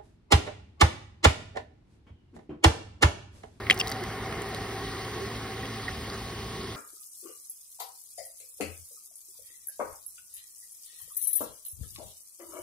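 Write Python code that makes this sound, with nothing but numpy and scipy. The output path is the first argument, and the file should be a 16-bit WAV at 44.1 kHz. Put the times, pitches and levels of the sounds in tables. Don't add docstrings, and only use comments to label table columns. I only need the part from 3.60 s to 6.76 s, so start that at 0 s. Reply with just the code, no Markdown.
import sys
import numpy as np
from scipy import signal
from scipy.fft import rfft, irfft, next_fast_len
from scipy.io import wavfile
from scipy.ndimage import uniform_filter1d

SR = 44100
rng = np.random.default_rng(int(sys.argv[2]) if len(sys.argv) > 2 else 0)


def to_linear_factor(level_db):
    exponent = np.asarray(level_db, float) / 20
    return 10 ** exponent


def wav_out(sig):
    wavfile.write(sys.argv[1], SR, np.round(np.clip(np.atleast_2d(sig).T, -1, 1) * 32767).astype(np.int16))


N = 139356

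# time_s, rumble_db, fizz_db
SWING = [
    (0.0, -39.5, -54),
    (0.13, -38, -50.5),
    (0.26, -37, -49),
    (0.51, -37, -49.5),
    (0.76, -36, -49.5),
    (1.13, -38.5, -47.5),
    (1.46, -38.5, -47),
    (1.94, -39, -48.5),
    (2.22, -40, -47.5),
    (3.16, -42.5, -48),
]
# multiple_of_shaft, level_db, waver_db
SHAFT_ORDERS = [(.5, -55, 5), (1, -44.5, 1.5), (2, -53, 1), (2.5, -57, 3), (4, -56, 3), (6, -61, 8),
                (7, -58.5, 4), (10, -51.5, 2.5), (11, -68, 5.5), (17, -58, 0)]
# pitch_hz, width_hz, level_db
BUCKET_MODES = [(73.4, 16, -6), (224.5, 27, -9), (273.6, 11.7, -7), (390.2, 50, 2), (438, 23, -15),
                (720, 14, -12.5), (765.7, 31, -2), (1208, 67, -10.5), (1892, 155, -4.5), (2033, 170, -5)]
# pitch_hz, level_db_per_hz
CHURN_COLOUR = [(24, -49), (40, -3), (103, -4.5), (387, -8.5), (579, -13.5), (766, -10), (912, -9.5),
                (1870, -17), (2600, -24.5), (3380, -25), (5720, -120)]
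# pitch_hz, width_hz, depth_0_to_1
HOLLOWS = [(287, 21, 0.63), (600, 26, 0.95), (730, 23, 0.22), (880, 125, 0.51)]
# pitch_hz, level_db_per_hz
FIZZ_COLOUR = [(1500, -15), (2500, -4), (3000, -0.1), (4600, -1), (6000, -7), (9600, -9.5), (10000, -14.5),
               (15700, -15)]
# start_s, peak_db, centre_hz, spread_octaves, scrape_s
WIRE_TAPS = [(.0668, -24.5, 2050, .12, 0.0044), (.0986, -11.5, 2830, 0.8, 0.0047),
             (.1055, -16.5, 3040, 0.8, 0.0035), (.1052, -19.5, 7850, 0.26, 0.009),
             (.1088, -18, 2540, 1, 0.0042), (.1125, -21, 2550, 0.33, 0.022),
             (.0988, -28, 15000, 0.4, 0.0038), (.1055, -38, 14800, .3, .004),
             (.127, -29, 4900, 1.6, 0.0024), (.141, -30, 10000, 0.55, 0.0075),
             (.1448, -34, 9900, .7, 0.0031), (.1748, -27.5, 5400, 0.54, 0.004),
             (.1886, -29, 14700, .3, 0.0037), (.1889, -30, 7600, 0.78, 0.0035),
             (.1982, -17, 7000, 0.41, 0.0071), (.204, -25, 4800, 0.45, 0.0077),
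             (.2125, -38, 9400, .5, 0.0028), (.2714, -25.5, 4530, 0.46, 0.0038),
             (.2716, -29, 13500, 0.52, .002), (.2785, -25, 6400, 0.79, 0.005),
             (.292, -28, 5470, 0.48, 0.0036), (.2998, -25, 9500, .5, .0015),
             (.3158, -22.5, 8400, 1.1, 0.00094), (.318, -40, 11000, 0.2, 0.0025),
             (.3202, -28, 4600, 0.53, 0.0035)]
# start_s, peak_db, centre_hz, spread_octaves, scrape_s
DROPS = [(.437, -29, 5540, 1.3, .002), (.724, -25.5, 1670, 0.38, 0.0062),
         (.8178, -28.5, 7600, 0.26, 0.0033), (.818, -39, 13200, 0.26, 0.0024),
         (.888, -36, 14000, 0.37, 0.0022), (.946, -25, 3500, 0.45, 0.0022),
         (.9458, -33, 10000, 0.83, 0.0026), (1.386, -42, 13800, 0.25, .003),
         (1.754, -34, 3200, 0.37, 0.0015), (2.053, -31, 3180, 0.23, 0.0039),
         (2.29, -27.5, 1400, 0.3, 0.0029), (2.499, -32, 4520, 0.15, 0.0055)]
# pitch_hz, t60_s
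POST_MODES = [(1400, .008), (2020, .009), (2400, .007), (2780, .008), (3200, .008), (3750, .008),
              (4700, .008), (5400, .008), (6200, .007), (7600, .006), (9400, .005), (11500, .004),
              (13200, .004), (14800, .004)]
# pitch_hz, t60_s, level_under_tap_db
CASE_MODES = [(171, 0.051, -15), (348, 0.0094, -14), (536, 0.14, -24.5), (780, 0.023, -32),
              (1134, 0.0048, -58)]
# start_s, peak_db,
# pitch_hz, rise_s, t60_s
PINGS = [(0.0989, -3.5, 2063, 0.0011, 0.0092), (.0992, -14, 3300, 0.00082, 0.015),
         (.1032, -20, 1980, 0.00036, 0.022), (0.1086, -8.5, 1990, .001, 0.01),
         (0.1087, -6, 3106, 0.00075, 0.018), (0.1094, -1, 2800, 0.00053, 0.0055),
         (0.1973, -21.5, 5405, 0.00059, 0.029), (0.1988, -19, 2789, 0.0025, 0.029),
         (0.199, -31, 4640, 0.0009, .04), (0.2113, -15.5, 2710, 0.00081, 0.01),
         (.2112, -19.5, 3230, 0.0012, 0.015), (0.2126, -21, 4870, 0.00058, 0.015),
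         (.32, -26.5, 4740, 0.00082, .018), (2.2812, -22, 1915, 0.0018, 0.018),
         (2.287, -29, 1880, 0.0017, .025),
         (.0986, -22, 1300, 0.0011, .01), (.0988, -24.5, 620, .0015, 0.012), (.099, -27, 310, .002, 0.025),
          (.109, -21, 1300, 0.00077, 0.0049), (.112, -27.5, 765, .006, 0.096),
          (.2003, -27.5, 3550, .001, .025), (.2055, -35, 3300, .001, .02), (.3162, -26, 1900, .001, 0.011),
          (.405, -32, 365, 0.024, 0.087), (.8, -37.5, 410, 0.025, .12), (1.605, -31, 392, 0.018, 0.25),
          (1.545, -41, 740, 0.022, 0.17), (2.26, -40, 750, 0.021, 0.26), (1.12, -41, 275, 0.13, 0.84),
          (2.031, -32, 1900, .003, 0.032), (.1982, -26, 6150, .001, .02), (.2718, -30, 4050, 0.00085, .015),
          (.2925, -32, 4800, .001, .015), (.1095, -26, 1600, 0.0013, 0.009)]
# pitch_hz, width_hz, level_under_fizz_db
BRUSH_BANDS = [(9150, 250, -22), (9500, 120, -17)]
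# pitch_hz, phase_radians
PORT_LEAD = [(2200, 0), (2600, 1.6), (4500, 1.1), (5000, .3), (7300, 3.14), (10550, 6.28), (13500, 9.42),
             (16200, 12.57)]
# pitch_hz, left_minus_right_db
PORT_TILT = [(300, 0), (700, .6), (1300, -.9), (3000, -1.5), (4300, 0), (5000, 1.2), (6000, 0)]
# pitch_hz, share_db
PORT_DIFFUSE = [(60, -33), (110, -36), (270, -23), (450, -14), (740, -14), (1220, -17), (2000, -15.5),
                (2500, -6), (6000, -9)]

SHAFT_START_HZ, SHAFT_HZ, SETTLE_S, SPEED_WOBBLE = 108.2, 110.2, 0.33, 0.0022
ORDER_WAVER = 0.5
CHURN_DB, RING_DB, GURGLE_DB = -0.5, 0.5, 2.3
BASS_SHARE = 0.054
WALL_LOW_HZ, WALL_HIGH_HZ, WALL_FROM_S, WALL_FADE_DB_PER_S = 700, 800, 1.9, 7.5
FIZZ_DB, BUBBLES_PER_S, BUBBLES_DB = 2.5, 400, -12.5
SKIRT_DB = -10
WIRE_SIDE, WIRE_SIDE_HZ = 1.9, 2100.0
BRUSH_FADE_DB_PER_S = 1
PORT_LOW_CUT_HZ, TOP_HZ = 45, 15800
SUM_MUTE_DB, DIFFERENCE_MUTE_DB, MUTE_FROM_HZ, SUDDEN_DB = -3.3, -5.2, 5600, 2.2
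NARROW_DB, NARROW_LOW_HZ, NARROW_HIGH_HZ = -15.5, 850, 2300


def motor():
    t = np.arange(N) / SR
    settling_hz = SHAFT_HZ + (SHAFT_START_HZ - SHAFT_HZ) * np.exp(-t / SETTLE_S)
    shaft_hz = settling_hz * (1 + SPEED_WOBBLE * slow(7.77))
    turns = np.cumsum(shaft_hz) / SR
    hum = np.zeros(N)
    for multiple, db, waver_db in SHAFT_ORDERS:
        level = to_linear_factor(db + ORDER_WAVER * min(waver_db, 7) * slow(14.0))
        tone = np.sqrt(2) * np.sin(2 * np.pi * (multiple * turns + rng.random()))
        hum += wall(multiple * SHAFT_HZ) * level * tone
    return hum


def bucket():
    white = rng.standard_normal((2, N))
    rings = np.zeros((2, N))
    for hz, width_hz, db in BUCKET_MODES:
        gurgle_db = GURGLE_DB * (hz < 900) * slow(8.0)
        rings += wall(hz) * to_linear_factor(db + gurgle_db) * evened(ring_twice(white, hz, 1.4 * width_hz))
    colour = [*CHURN_COLOUR, (3200, -41)]
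    churn = noise(colour, patchy_db=1.58, flicker_db=0.94, size=1024)
    body = to_linear_factor(CHURN_DB) * churn + to_linear_factor(RING_DB - 2) * rings / 2
    for hz, width_hz, depth in HOLLOWS:
        body = body - min(depth, 0.9) * ring(body, hz, width_hz)
    level_db = swing(axis=1)
    steady_db = np.median(level_db)
    bass = signal.sosfiltfilt(signal.butter(2, 300.0, fs=SR, output="sos"), body)
    bass_db = steady_db + BASS_SHARE * (level_db - steady_db)
    return to_linear_factor(level_db) * (body - bass) + to_linear_factor(bass_db) * bass


def wall(hz):
    turned_s = np.maximum(np.arange(N) / SR - WALL_FROM_S, 0)
    return to_linear_factor(-WALL_FADE_DB_PER_S * turned_s * (WALL_LOW_HZ < hz < WALL_HIGH_HZ))


def fizz():
    bursts = to_linear_factor(4.5 * np.minimum(rng.exponential(1, N), 3)) * (rng.random(N) < BUBBLES_PER_S / SR)
    kind = rng.integers(0, 16, N)
    pops = np.zeros(N)
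    for k, hz in enumerate(np.geomspace(1800.0, 12000.0, 16)):
        pops += to_linear_factor(read(FIZZ_COLOUR, hz)) * evened(ring_twice(bursts * (kind == k), hz, hz / 6))
    hiss = noise(FIZZ_COLOUR, patchy_db=1.4, flicker_db=0.4, size=512)
    direct_pops = to_linear_factor(BUBBLES_DB) * evened(pops) * [[1], [0]]
    return to_linear_factor(swing(axis=2) + FIZZ_DB) * (hiss + direct_pops)


def taps(events, case_db):
    out = np.zeros(N + 3000)
    t = np.arange(3000) / SR
    for start_s, db, centre_hz, spread, scrape_s in events:
        u = t / max(scrape_s, 2e-4)
        scrape = rng.standard_normal(3000) * np.sqrt(u) * np.exp(-2.5 * u * u)
        sound = np.zeros(3000)
        for hz, t60 in POST_MODES:
            near_centre = np.exp(-(np.log2(hz / centre_hz) / spread) ** 2)
            skirt = to_linear_factor(SKIRT_DB) * min(spread, centre_hz / hz)
            sound += (near_centre + skirt) * evened(ring_twice(scrape, hz, 4 / t60))
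        knock = np.zeros(3000)
        for hz, t60, under_db in CASE_MODES:
            knock += to_linear_factor(under_db - 60 * t / t60) * np.sin(2 * np.pi * hz * t)
        out[round(start_s * SR):][:3000] += to_linear_factor(db) * (sound / abs(sound).max() + to_linear_factor(case_db) * knock)
    return out[:N]


def pings():
    out = np.zeros(N + SR)
    t = np.arange(SR) / SR
    for start_s, db, hz, rise_s, t60 in PINGS:
        decay = to_linear_factor(db - 60 * np.maximum(t - rise_s, 0) / t60)
        rise = np.minimum(t / rise_s, 1)
        out[round(start_s * SR):][:SR] += decay * rise * np.sin(2 * np.pi * hz * t)
    return out[:N]


def brushes():
    white = rng.standard_normal(N)
    bands = sum(to_linear_factor(db) * evened(ring_twice(white, hz, width_hz)) for hz, width_hz, db in BRUSH_BANDS)
    return to_linear_factor(swing(axis=2) - BRUSH_FADE_DB_PER_S * np.arange(N) / SR) * bands


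def evened(x):
    return x / np.sqrt(np.mean(x ** 2) + 1e-20)


def read(points, hz):
    f, value = np.transpose(points)
    return np.interp(np.log(hz + 1), np.log(f + 1), value)


def swing(axis):
    rows = np.array(SWING)
    return np.interp(np.arange(N) / SR, rows[:, 0], rows[:, axis])


def slow(top_hz):
    t = np.arange(0, N + 64, 64) / SR
    f = np.geomspace(top_hz / 20, top_hz, 20)
    drift = np.sin(2 * np.pi * (f * t[:, None] + rng.random(20))) @ f ** -0.5
    return np.interp(np.arange(N) / SR, t, evened(drift))


def ring(x, hz, width_hz):
    r = np.exp(-np.pi * width_hz / SR)
    w = 2 * np.pi * hz / SR
    return signal.lfilter([(1 - r * r) / 2, 0, -(1 - r * r) / 2], [1, -2 * r * np.cos(w), r * r], x)


def ring_twice(x, hz, width_hz):
    return ring(ring(x, hz, width_hz), hz, width_hz)


def noise(colour, patchy_db, flicker_db, size):
    frames = 4 * N // size + 5
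    hz = np.fft.rfftfreq(size, 1 / SR)
    a, b, c, d, patches = rng.standard_normal((frames, len(hz), 5)).T
    patches = evened(uniform_filter1d(uniform_filter1d(patches, size=9, axis=0), size=9, axis=1))
    flicker = rng.standard_normal(frames)
    field_db = read(colour, hz)[:, None] + patchy_db * patches + flicker_db * flicker
    z = np.array([a + 1j * b, c + 1j * d]) * to_linear_factor(field_db) * (hz[:, None] < TOP_HZ)
    return evened(signal.istft(z, nperseg=size, noverlap=3 * size // 4)[1][:, :N])


def scene():
    ticks = taps(DROPS, 1.0) + taps(WIRE_TAPS, -6.0) + pings()
    low_pass = signal.butter(4, WIRE_SIDE_HZ, fs=SR, output="sos")
    aslant = signal.sosfilt(low_pass, signal.hilbert(ticks).imag)
    water = bucket() + fizz()
    pump = [[1], [0]] * (motor() + brushes())
    return water + pump + np.array([ticks, WIRE_SIDE * aslant])


def joint(pair):
    sum_difference = np.array([pair[0] + pair[1], pair[0] - pair[1]]) / 2
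    hz, _, z = signal.stft(sum_difference, SR, nperseg=1024)
    power = uniform_filter1d(uniform_filter1d(abs(z) ** 2, size=9, axis=1), size=3, axis=2) + 1e-20
    high = hz > MUTE_FROM_HZ
    treble = (abs(z[:, high]) ** 2).sum((0, 1))
    calm = treble < np.median(treble) * to_linear_factor(2 * SUDDEN_DB)
    narrow = (hz > NARROW_LOW_HZ) & (hz < NARROW_HIGH_HZ)
    high_db = np.array([[SUM_MUTE_DB], [DIFFERENCE_MUTE_DB]])
    limit_db = np.where(high, high_db, np.where(narrow, NARROW_DB, -99))
    mute = (power < power[::-1] * to_linear_factor(2 * limit_db)[..., None]) & calm
    mid, side = signal.istft(z * ~mute, SR, nperseg=1024)[1][:, :N]
    return np.array([mid + side, mid - side])


def top_cut(x):
    return signal.sosfilt(signal.butter(12, 17130, fs=SR, output="sos"), x)


def record(dry):
    size = next_fast_len(N + 4096)
    hz = np.fft.rfftfreq(size, 1 / SR)
    near, diffuse = rfft(dry, size)
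    half = to_linear_factor(read(PORT_TILT, hz) / 2) * np.exp(0.5j * np.interp(hz, *np.transpose(PORT_LEAD)))
    apart = to_linear_factor(read(PORT_DIFFUSE, hz)) * diffuse
    pair = np.array([(near + apart) * half, (near - apart) / half])
    low_cut = 1 / np.sqrt(1 + (PORT_LOW_CUT_HZ / (hz + 1)) ** 14)
    pair *= low_cut * (hz < TOP_HZ + 300)
    mix = joint(irfft(pair, size)[:, :N])
    return top_cut(mix)


dry = scene()
out = record(dry)
wav_out(out)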